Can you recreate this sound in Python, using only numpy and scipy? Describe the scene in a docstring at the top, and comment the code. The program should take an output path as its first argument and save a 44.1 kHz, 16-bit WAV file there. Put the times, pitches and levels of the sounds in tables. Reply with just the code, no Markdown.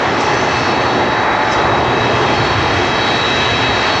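"""An airliner rolls along a runway, heard from afar among other jets with their engines at idle.
From the start the exhausts rumble and roar, the intakes rush and hiss, and thin blade tones sink
very slowly in pitch, fading in and out in the moving air. Short puffs of hiss pass at 0.2 and 1.5 s.
Then the deepest rumble grows and low hums swell in turn. From 3 s a high whine is at its loudest."""
import sys
import numpy as np
from scipy import signal
from scipy.fft import rfft, irfft, next_fast_len
from scipy.io import wavfile
from scipy.ndimage import uniform_filter1d, minimum_filter1d, map_coordinates

SR = 44100
rng = np.random.default_rng(int(sys.argv[2]) if len(sys.argv) > 2 else 0)


def transcribe(u):
    """Save the signal u as a 16-bit wav file named by the first command-line argument.

    u: samples, shape (n,) or (channels, n), limited to [-1, 1]; the rate is SR.
    q: integer samples, one column per channel.
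    """
    v = np.clip(np.atleast_2d(u).T, -1, 1)
    q = np.round(v * 32767).astype(np.int16)
    wavfile.write(sys.argv[1], SR, q)


N = 176400  # 4 seconds


def amp(db):
    """Turn decibels into a gain to multiply by."""
    return 10 ** (np.asarray(db) / 20)


def unit(x):
    """Scale a signal to an average (rms) level of 1."""
    return x / np.sqrt(np.mean(x ** 2) + 1e-20)


def along(points, hz):
    """Read between the rows of a (Hz, value) table, on a log frequency scale."""
    freqs, values = np.transpose(points)
    return np.interp(np.log(hz + 1), np.log(freqs + 1), values)


def curve(rows):
    """Join (seconds, value) rows with straight lines, one value per sample."""
    return np.interp(np.arange(N) / SR, *np.transpose(rows))


def wobble(rate):
    """A smooth curve through `rate` random points a second."""
    points = rng.standard_normal(int(N * rate / SR) + 4)
    return map_coordinates(points, [np.arange(N) * rate / SR], mode="mirror")


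def filtered(x, response):
    """Turn each frequency up or down by the gain response(hz)."""
    size = next_fast_len(N + SR // 2)
    return irfft(rfft(x, size) * response(np.fft.rfftfreq(size, 1 / SR)), size)[..., :N]


def band(hz, half_width_hz):
    """Narrow noise around one pitch, at level 1."""
    return unit(filtered(rng.standard_normal(N), lambda f: 1 / (1 + ((f - hz) / half_width_hz) ** 2)))


# Stereo width. Each row: frequency in Hz, dB of what differs between the ears against what they share.
STEREO_WIDTH = [(30, -26), (80, -30.5), (130, -31), (200, -25.5), (400, -24.5), (600, -28), (900, -33),
                (1300, -26), (1900, -25.5), (2700, -20.5), (4000, -15.5), (5900, -13.5), (7500, -9),
                (8600, -5.5)]
def turbulence(colour, patchy_db):
    """Swirling air: nearly mono noise at level 1, with random louder and softer patches."""
    spectrum = signal.stft(rng.standard_normal((2, N)), nperseg=512)[2]
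    patches = uniform_filter1d(rng.standard_normal(spectrum.shape[1:]), size=7, axis=0)  # blur in pitch
    patches = uniform_filter1d(patches, size=18, axis=1)  # blur in time
    pair = signal.istft(spectrum * amp(patchy_db * unit(patches)), nperseg=512)[1][:, :N]
    mid, side = filtered(
        pair, lambda hz: amp(along(colour, hz)) * [np.ones_like(hz), amp(along(STEREO_WIDTH, hz))])
    return unit(np.array([mid + side, mid - side]))


# The breeze's colour. Each row: frequency in Hz, relative strength in dB.
BREEZE_COLOUR = [(10, -12), (25, 0.5), (50, -4), (90, -16), (200, -40), (400, -100)]
def breeze():
    """A faint low flutter of air on the microphone, different on each side."""
    air = filtered(rng.standard_normal((2, N)), lambda hz: amp(along(BREEZE_COLOUR, hz)))
    return amp(-64 + 3 * wobble(3)) * unit(air)


# The puffs. Each row: peak time in seconds, peak level in dB, rise and fall times in seconds.
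PUFFS = [(.21, -29.5, 0.015, .06), (1.526, -28.5, 0.012, 0.028)]
# Their colour. Each row: frequency in Hz, relative strength in dB.
PUFF_COLOUR = [(3500, -39), (4700, -5.5), (5600, 9), (6500, 0), (7500, -9.5), (8300, -19), (9200, -52)]
def puffs():
    """The top of the hiss flares up briefly."""
    t = np.arange(N) / SR
    swell = sum(amp(db) * np.exp(-np.maximum((peak - t) / rise, (t - peak) / fall))
                for peak, db, rise, fall in PUFFS)
    return swell * turbulence(PUFF_COLOUR, patchy_db=-3.0)


# Low hums. Each row: pitch and half width in Hz, peak level in dB, peak time and spread in seconds.
HUMS = [(119.5, 14, -25.5, 2.15, 0.38), (99, 9.7, -28.5, 2.69, 0.22), (387, 42, -24, 2.03, 0.29),
        (356, 39, -21, 2.85, 0.051), (261, 30, -27.5, 3.58, .25)]
# The howl's loudness. Each row: time in seconds, level in dB.
HOWL_LEVEL = [(0, -31), (.3, -24.5), (.7, -30), (1.4, -30), (2.1, -29), (2.45, -26), (2.8, -31),
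              (3.08, -24.5), (3.3, -36), (4, -25.5)]
def hums_and_howl():
    """Low hums swell in turn, and a soft howl comes and goes above them."""
    t = np.arange(N) / SR
    hums = sum(amp(db) * np.exp(-.5 * ((t - peak) / spread) ** 2) * band(hz, half_width)
               for hz, half_width, db, peak, spread in HUMS)
    howl = amp(curve(HOWL_LEVEL)) * band(841, half_width_hz=35)
    return hums + howl


# Loudness of the intake's layers, low to high. Each row: time in seconds, level in dB.
RUSH_LEVEL = [(0, -20), (0.2, -24.5), (0.38, -21.0), (0.6, -22.5), (1, -23), (1.25, -19.5), (1.6, -21),
              (1.85, -23.5), (2.3, -22), (2.9, -21.5), (3.4, -21), (3.7, -21.5), (3.9, -20.5), (4, -21.5)]
HISS_LEVEL = [(0, -36), (0.15, -35), (0.58, -33.5), (0.72, -35), (1.1, -37), (1.3, -39), (1.5, -35),
              (1.75, -38), (2.1, -34.5), (2.4, -33.5), (2.75, -34.0), (3.1, -32.5), (3.45, -31.5),
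              (3.7, -34), (4, -32)]  # before the boost below
FIZZ_LEVEL = [(0, -48.5), (.25, -40), (.45, -36.5), (.6, -36), (1, -54.5), (1.7, -55), (2, -46), (2.3, -48),
              (3, -43), (3.5, -43.5), (4, -38.5)]
# Their colours. Each row: frequency in Hz, relative strength in dB.
RUSH_COLOUR = [(820, -31), (1400, -5), (1520, -4.5), (1720, -1.5), (1950, -4), (2080, -6.5), (2250, -10),
               (2600, -17), (4000, -120)]
HISS_COLOUR = [(1850, -43), (2150, 0.5), (2400, 4), (2680, 3.5), (2900, 1.5), (3100, 1.5), (3300, 3),
               (3700, -3), (4020, -2.5), (4450, -3.5), (4700, -6), (5750, -7.5), (6500, -14), (7500, -21),
               (8200, -27), (8700, -49), (9200, -48.5), (10000, -68.5)]
FIZZ_COLOUR = [(3200, -39.5), (4600, -5), (5600, 5), (6500, -3.5), (7500, -13), (8200, -23), (9000, -54),
               (10000, -82)]
def intake(hiss_boost_db=8):
    """Broad fan noise. 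Moving air makes the rush and hiss shimmer together, the fizz on its own."""
    shimmer = unit(wobble(9.9) + wobble(35))
    rush = amp(curve(RUSH_LEVEL) + .35 * shimmer) * turbulence(RUSH_COLOUR, patchy_db=.74)
    hiss = amp(curve(HISS_LEVEL) + hiss_boost_db + .6 * shimmer) * turbulence(HISS_COLOUR, patchy_db=1.04)
    fizz = amp(curve(FIZZ_LEVEL) + wobble(18)) * turbulence(FIZZ_COLOUR, patchy_db=3.5)
    return rush + hiss + fizz


def blade_tone(hz, fall_hz_per_s, flutter_db, waver_hz=1.28):
    """Spinning blades make a slowly sinking tone; the air makes it waver, flutter and fray."""
    from_middle_s = (np.arange(N) - N / 2) / SR
    pitch = hz - fall_hz_per_s * from_middle_s + waver_hz * (wobble(7) + wobble(40))
    phase = 2 * np.pi * np.cumsum(pitch) / SR
    mid = np.sin(phase) * amp(flutter_db * unit(wobble(12) + .7 * wobble(45)))
    side = .04 * (wobble(4) * np.sin(phase) + wobble(4) * np.cos(phase))  # differs between the ears
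    scattered = amp(-12) * band(hz, half_width_hz=70)  # swirling air turns some of the tone into noise
    return unit(np.array([mid + side, mid - side])) + scattered


# Loudness of each main tone, low to high. Each row: time in seconds, level in dB.
MOAN_LEVEL = [(0, -30), (.85, -37), (1.05, -25), (1.35, -24), (1.6, -23.5), (1.85, -33), (4, -42)]
FAN_LEVEL = [(0, -42.5), (.3, -35), (.58, -28.5), (1, -39.5), (1.35, -41), (1.7, -35.5), (2.1, -30.5),
             (2.4, -37), (2.88, -32), (3.05, -33.5), (3.3, -29.5), (3.62, -26), (4, -35)]
LOW_LEVEL = [(0, -49), (1.7, -50), (1.83, -38.5), (2.3, -31.5), (2.5, -35), (2.95, -31), (3.55, -32),
             (3.85, -35), (4, -34.5)]
SIDE_LEVEL = [(0, -53.5), (1.4, -54), (2.4, -46), (3, -48.5), (3.35, -43), (3.6, -33), (4, -43)]
TWIN_LEVEL = [(0, -50), (0.8, -50.5), (1.2, -39.5), (1.65, -35), (2.5, -37.5), (3.5, -37.5), (4, -37)]
WHINE_LEVEL = [(0, -37.5), (.35, -39), (.58, -34), (1.15, -33.5), (1.5, -36), (1.65, -32), (1.85, -40),
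               (2.02, -28.5), (2.2, -42), (2.42, -32.5), (2.68, -32), (2.83, -33.5), (3.03, -25.5),
               (3.55, -24), (3.88, -27.5), (4, -31.5)]
HIGH_LEVEL = [(0, -47.5), (.3, -40), (.55, -33.5), (.9, -38), (1.3, -44.5), (2.29, -46), (2.39, -30.5),
              (2.9, -39.5), (3.05, -32), (3.2, -34), (3.32, -40.5), (3.55, -35), (3.8, -32), (4, -25.5)]
# Main tones. Each row: pitch at 2 s in Hz, fall in Hz per second, flutter in dB, loudness table.
MAIN_TONES = [(859, 8, 1.2, MOAN_LEVEL), (2603.5, 1.8, 1.1, FAN_LEVEL), (3229, 4.2, 1.1, LOW_LEVEL),
              (3290, .6, 1.3, SIDE_LEVEL), (3837.5, .4, 2.4, TWIN_LEVEL), (3872.8, 1.2, 1.1, WHINE_LEVEL),
              (4386, 2, 1.7, HIGH_LEVEL)]
# Faint tones that swell with the hiss. Each row: pitch at 2 s in Hz, dB added to HISS_LEVEL.
FAINT_TONES = [(2045, -1.5), (2683, -12), (2796, -12.5), (3339, -16), (4405, -11.5), (4931, -20),
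               (5271, -15.5), (5820, -21.5), (6668, -22.5)]
# A breathy whistle just above the main whine. Each row: time in seconds, level in dB.
WHISTLE_LEVEL = [(0, -61), (2.4, -52), (3, -43), (4, -43.5)]
def blades(beat_hz=11, second_fan_db=-12.5):
    """Fans and compressors of several engines whine; two fans at nearly the same speed throb together."""
    main = sum(amp(curve(level)) * blade_tone(hz, fall, flutter)
               for hz, fall, flutter, level in MAIN_TONES)
    hz, fall, flutter, level = MAIN_TONES[1]  # the first fan
    second_fan = amp(curve(level) + second_fan_db) * blade_tone(hz - beat_hz, fall, flutter)
    faint = sum(amp(db) * blade_tone(hz, fall_hz_per_s=2.105, flutter_db=2.5, waver_hz=3.1)
                for hz, db in FAINT_TONES)
    whistle = amp(curve(WHISTLE_LEVEL)) * band(4080, half_width_hz=55)
    return main + second_fan + amp(curve(HISS_LEVEL)) * faint + whistle


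# Loudness of the exhaust's layers, low to high. Each row: time in seconds, level in dB.
DEEP_LEVEL = [(0, -45), (.9, -40.5), (1.4, -39.5), (1.62, -31.5), (2.2, -35), (2.5, -33), (2.88, -31.5),
              (3.08, -39.5), (4, -34.5)]  # grows as the engines pass
RUMBLE_LEVEL = [(0, -32), (0.55, -24.5), (0.8, -30), (1.1, -28), (1.4, -33), (1.65, -23.5), (2, -28),
                (2.35, -23.5), (2.85, -27.5), (3.15, -29), (3.55, -24), (4, -30.5)]
ROAR_LEVEL = [(0, -23), (0.15, -21), (0.38, -20), (0.56, -23), (0.7, -19.5), (0.86, -21.5), (1, -17.5),
              (1.25, -24), (1.5, -22), (1.75, -20), (2.15, -19), (2.55, -21), (2.85, -21), (3.2, -22.5),
              (3.65, -23.5), (4, -23.5)]
BLAST_LEVEL = [(0, -17.5), (0.25, -18), (0.5, -17.5), (0.85, -17.5), (1.25, -16.5), (1.8, -16.0),
               (2.3, -17.5), (2.7, -18.5), (3.05, -18.5), (3.55, -19.5), (4, -17.5)]
# Their colours. 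Each row: frequency in Hz, relative strength in dB.
DEEP_COLOUR = [(12, -43.5), (25, -14), (45, -5.5), (70, 4.5), (100, -4), (160, -42), (300, -120)]
RUMBLE_COLOUR = [(13, -58), (25, -28.5), (45, -23.5), (80, -3.5), (105, 1), (130, 2.5), (170, -8),
                 (230, -34), (390, -120)]
ROAR_COLOUR = [(100, -40), (175, -7.5), (235, -2.5), (305, -2.5), (350, 1), (385, -0.5), (440, 0),
               (510, -6), (680, -34.5), (1140, -120)]
BLAST_COLOUR = [(310, -33.5), (510, -5.5), (570, -2), (730, 0), (860, -1.5), (1020, -1.5), (1250, -4),
                (1400, -7.5), (1820, -38.5), (3080, -120)]
def exhaust():
    """The jets mix with the air around them: a deep rumble, a hollow roar and the blast above it."""
    layers = [(DEEP_LEVEL, DEEP_COLOUR), (RUMBLE_LEVEL, RUMBLE_COLOUR),
              (ROAR_LEVEL, ROAR_COLOUR), (BLAST_LEVEL, BLAST_COLOUR)]
    return sum(amp(curve(level)) * turbulence(colour, patchy_db=.5) for level, colour in layers)


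# Balance between the ears. Each row: frequency in Hz, left minus right in dB.
BALANCE = [(60, 0), (130, -0.6), (210, -.2), (330, -0.8), (480, -0.98), (750, 0.05), (1340, 0), (2500, 0),
           (4600, 0.6), (8600, 1)]
def scene():
    """All the engines and the breeze together, leaning a little left or right."""
    mix = exhaust() + hums_and_howl() + intake() + blades() + puffs() + breeze()
    return filtered(mix, lambda hz: amp(np.array([[.5], [-.5]]) * along(BALANCE, hz)))


def record(dry):
    """A limiter holds down the highest peaks, then the highest treble is cut away."""
    ceiling_db, reaction_s, top_hz = -3.4, 0.0037, 9300
    span = int(reaction_s * SR)
    needed_gain = np.minimum(1, amp(ceiling_db) / (np.abs(dry).max(axis=0) + 1e-9))
    smooth_gain = uniform_filter1d(minimum_filter1d(needed_gain, span), span)
    return filtered(dry * smooth_gain, lambda hz: hz < top_hz)


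dry = scene()
out = record(dry)
transcribe(out)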